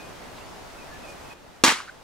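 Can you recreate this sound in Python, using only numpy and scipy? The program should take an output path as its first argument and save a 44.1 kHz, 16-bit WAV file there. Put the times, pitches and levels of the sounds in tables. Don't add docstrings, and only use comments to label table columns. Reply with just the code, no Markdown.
import sys
import numpy as np
from scipy import signal
from scipy.fft import rfft, irfft
from scipy.io import wavfile
from scipy.ndimage import uniform_filter1d

SR = 44100
rng = np.random.default_rng(int(sys.argv[2]) if len(sys.argv) > 2 else 0)


def rack_gain(trim_db):
    fader = np.asarray(trim_db, float)
    return 10 ** (fader / 20)


def put_to_file(sound):
    columns = np.atleast_2d(sound).T
    safe = np.clip(columns, -1, 1)
    whole_steps = np.round(safe * 32767)
    wavfile.write(sys.argv[1], SR, whole_steps.astype(np.int16))


N = 89699

HIT_S = 1.6372
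MIC_LAG_S = 0.000036

# (frequency [Hz], level [dB], 60 dB decay time [s])
SHELL_MODES = [(270, -1, 0.1), (330, -1, .06), (450, -4, .03), (900, -7, 0.11), (1150, 3, .028),
               (1250, -2, .03), (1630, -7.5, 0.056), (1880, -10.5, 0.08), (2450, -6.5, 0.059),
               (2720, -5.5, 0.049), (3400, -2, .025), (4150, -1, .013), (4700, -2, .015), (6840, 2, .015)]
# (frequency [Hz], density [dB per Hz])
CRACK_SPECTRUM = [(100, -26), (500, -12), (1230, -15), (2100, -15), (4300, -2), (6700, -4), (10000, -10),
                  (16000, -20)]
# (time [s], level [dB], left-right balance [dB])
WALL_ECHOES = [
    (1.6431, -9.5, -8),
    (1.6477, -5.5, -3),
    (1.6530, -17, -5),
    (1.6620, -12.5, -10),
    (1.6790, -20, -7),
    (1.6830, -21.5, 9),
    (1.6910, -23, 0),
    (1.7010, -24, -13),
    (1.7140, -20, 6),
]
# (time [s], level [dB], frequency [Hz], half length [s], left-right balance [dB])
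HOUSE_KNOCKS = [(1.76, -31, 1100, .002, 0), (1.7865, -33, 1340, 0.0029, 0), (1.797, -32, 3000, .001, 0),
                (1.8040, -24, 1240, 0.0029, 0), (1.811, -33, 1490, 0.0027, 3), (1.8760, -46, 1450, .002, 0),
                (1.8803, -33, 1430, 0.0038, 0), (1.8863, -31, 1480, 0.0015, 0),
                (1.8960, -33, 1520, .011, 0), (1.8180, -36, 1300, .002, 5), (1.9016, -36, 1450, 0.0016, 0),
                (1.8765, -45, 4400, .0012, -4), (1.885, -42, 4250, .0015, 0), (1.8925, -44, 4000, .0012, 0),
                (1.6491, -6, 900, 0.0019, 1), (1.682, -19.5, 300, 0.0062, 1),
                (1.691, -16, 1880, 0.0077, -2), (1.6800, -9.5, 2200, 0.0015, 0),
                (1.684, -17, 4200, 0.00092, -4)]
# (time [s], level [dB])
YARD_ENVELOPE = [(1.637, -19.5), (1.65, -18), (1.673, -17.5), (1.685, -17), (1.722, -22), (1.745, -28.5),
                 (1.79, -35.5), (1.85, -45), (2.03, -62)]
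# (frequency [Hz], density [dB per Hz])
YARD_SPECTRUM = [(100, -32), (200, -22), (320, -5), (650, -10), (950, -3), (1950, -4), (7140, -11),
                 (16000, -28)]
# (frequency [Hz], slope [dB per s])
YARD_FADING = [(100, -40), (300, -43), (600, -27), (1400, -2), (4000, -13), (9000, -17), (16000, -49)]
# (frequency [Hz], correlation [0-1])
YARD_LIKENESS = [(100, .85), (600, 0.5), (2000, 0.64), (6000, 0.52), (11000, 0.76), (15000, 0.82)]
# (time [s], level [dB])
RUSTLE_ENVELOPE = [(0, -59), (.12, -62), (.28, -66), (.39, -58.5), (.5, -67), (.8, -69), (1.0, -69),
                   (1.1, -54), (1.18, -65), (1.28, -65), (1.45, -70), (2.03, -70)]
# (start [s], length [s], level [dB], start frequency [Hz], end frequency [Hz])
BIRD_NOTES = [(-.07, .16, -55, 2500, 2486), (.09, 0.044, -67, 2600, 2570), (.435, 0.031, -57, 4520, 4520),
              (.36, 0.028, -62, 3850, 3820), (.378, .018, -60, 3550, 3400), (.405, .025, -59, 2700, 2760),
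              (0.776, 0.041, -56.5, 2534, 2650), (.805, 0.038, -54.5, 2470, 2450),
              (0.913, 0.063, -54, 1718, 1724), (1.032, 0.035, -52, 2535, 2570),
              (1.065, 0.07, -51.5, 2470, 2460), (1.238, 0.057, -60.5, 2580, 2570),
              (1.299, 0.04, -52, 2544, 2480), (1.335, 0.063, -61, 2480, 2450)]
# (frequency [Hz], density [dB per Hz])
AIR_SPECTRUM = [(12, -33), (20, 9.5), (53, -4.5), (759, -4.5), (2260, -15), (2530, -15.5), (2910, -17),
                (6010, -22), (16000, -35)]
# (frequency [Hz], correlation [0-1])
AIR_LIKENESS = [(60, 0.17), (240, 0.11), (950, 0.31), (3770, 0.27), (15000, 0.057)]


def evened(x):
    return x / np.sqrt(np.mean(x ** 2) + 1e-20)


def read(points, hz):
    f, value = np.transpose(points)
    return np.interp(np.log(hz + 1), np.log(f + 1), value)


def curve(points, t):
    return np.interp(t, *np.transpose(points))


def add(mix, start_s, sound, pan_db=0., lag_s=0.):
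    size = 2 * len(sound)
    hz = np.fft.rfftfreq(size, 1 / SR)
    lags = np.array([[0], [lag_s]])
    pair = irfft(rfft(sound, size) * np.exp(-2j * np.pi * hz * lags))
    pair = pair * rack_gain(np.array([[pan_db / 2], [-pan_db / 2]]))
    at = round(start_s * SR)
    part = mix[:, max(at, 0):at + size]
    part += pair[:, max(-at, 0):][:, :part.shape[1]]


def noise(likeness, field_db, size, lag_s=0.):
    hop = size // 4
    frames, hz = N // hop + 5, np.fft.rfftfreq(size, 1 / SR)
    a, b, c, d = rng.standard_normal((frames, len(hz), 4)).T
    like = np.clip(read(likeness, hz), -1, 1)[:, None]
    left = a + 1j * b
    late = left * np.exp(-2j * np.pi * hz * lag_s)[:, None]
    right = like * late + np.sqrt(1 - like ** 2) * (c + 1j * d)
    spectra = np.array([left, right]) * rack_gain(field_db(hz[:, None], np.arange(frames) * hop / SR))
    return signal.istft(spectra, nperseg=size, noverlap=size - hop)[1][:, :N]


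def patches(shape, wide, long):
    field = rng.standard_normal(shape[::-1]).T
    field = uniform_filter1d(field, size=wide, axis=0)
    return evened(uniform_filter1d(field, size=long, axis=1))


def blow():
    t = np.arange(4096) / SR
    shell = sum(rack_gain(db - 60 * t / t60) * np.sin(2 * np.pi * hz * t) for hz, db, t60 in SHELL_MODES)
    shell = rack_gain(-10) * shell * np.minimum(t / 0.0013, 1)
    colour = rack_gain(read(CRACK_SPECTRUM, np.fft.rfftfreq(len(t), 1 / SR)))
    crack = evened(irfft(rfft(rng.standard_normal(len(t))) * colour))
    crack_rise_s, crack_t60_s = 0.00026, 0.042
    crack = crack * rack_gain(-7.5 - 60 * t / crack_t60_s) * np.minimum(t / crack_rise_s, 1)
    return shell + crack


def strike():
    out, sound = np.zeros((2, N)), blow()
    add(out, HIT_S, sound, lag_s=MIC_LAG_S)
    thin = signal.lfilter(*signal.butter(N=1, Wn=690, btype="high", fs=SR), sound)
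    spread = rng.uniform(-1.1, 1, len(WALL_ECHOES))
    for (start_s, db, pan_db), turn in zip(WALL_ECHOES, spread):
        add(out, start_s, rack_gain(db) * thin, pan_db, MIC_LAG_S * (1 + 0.3 * turn))
    for centre_s, db, hz, length, pan_db in HOUSE_KNOCKS:
        t = np.arange(-length, length, 1 / SR)
        knock = np.exp(-(2.7 * t / length) ** 2) * np.sin(2 * np.pi * hz * t)
        add(out, centre_s - length, rack_gain(db) * knock, pan_db, MIC_LAG_S)
    return out


def yard():
    def field_db(hz, s):
        fading = read(YARD_FADING, hz) * np.maximum(s - HIT_S, 0)
        return read(YARD_SPECTRUM, hz) + fading + 1.6 * patches((len(hz), len(s)), wide=8, long=5)

    t = np.arange(N) / SR
    scatter = evened(noise(YARD_LIKENESS, field_db, size=256, lag_s=MIC_LAG_S))
    return scatter * rack_gain(curve(YARD_ENVELOPE, t)) * (t > HIT_S)


def rustle():
    clicks_per_s, band_hz = 2500, (1760, 8900)
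    hits = rng.random((2, N)) < clicks_per_s / SR
    strength = rack_gain(3.3 * np.minimum(rng.exponential(1, (2, N)), 4))
    clicks = hits * rng.standard_normal((2, N)) * strength
    shared = clicks + 0.5 * clicks[::-1]
    crackle = signal.lfilter(*signal.butter(2, band_hz, "band", fs=SR), shared)
    return evened(crackle) * rack_gain(curve(RUSTLE_ENVELOPE, np.arange(N) / SR))


def birds():
    out = np.zeros((2, N))
    for start_s, length, db, first_hz, last_hz in BIRD_NOTES:
        u = np.arange(0, length, 1 / SR) / length
        wander = evened(uniform_filter1d(rng.standard_normal(8192), size=300))[:len(u)]
        flutter, wobble = 1 + 0.3 * wander, 1 + 0.005 * wander[::-1]
        hz = (first_hz + (last_hz - first_hz) * u) * wobble
        note = np.sin(2 * np.pi * np.cumsum(hz) / SR)
        swell = np.sin(np.pi * u) ** 0.5
        add(out, start_s, rack_gain(db + 6) * swell * flutter * note, -2, -MIC_LAG_S)
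    return out


def air():
    def field_db(hz, s):
        return read(AIR_SPECTRUM, hz) + 0.83 * patches((len(hz), len(s)), wide=10, long=10)

    return rack_gain(-42) * evened(noise(AIR_LIKENESS, field_db, size=1024))


def background_gain():
    t = np.arange(N) / SR
    turn_down_s, turn_time_s, lead_s, recovery_s = 1.338, 0.0037, 0.0055, 0.03
    step_db = -6.5 * np.clip((t - turn_down_s) / turn_time_s + 0.5, 0, 1)
    since = t - HIT_S + lead_s
    dip_db = -15 * np.clip(since / 0.002, 0, 1) * np.exp(-np.maximum(since, 0) / recovery_s)
    return rack_gain(step_db + dip_db)


def scene():
    return strike() + yard() + (rustle() + birds() + air()) * background_gain()


def top_cut(x):
    return signal.sosfilt(signal.butter(12, 16660, fs=SR, output="sos"), x)


def record(dry):
    ceiling = 0.74
    limited = dry / (1 + (dry / ceiling) ** 4) ** (1 / 4)
    edge = signal.firwin(numtaps=193, cutoff=15830, window=("kaiser", 6), fs=SR)
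    mix = signal.oaconvolve(limited, edge[None], "same")
    return top_cut(mix)


dry = scene()
out = record(dry)
put_to_file(out)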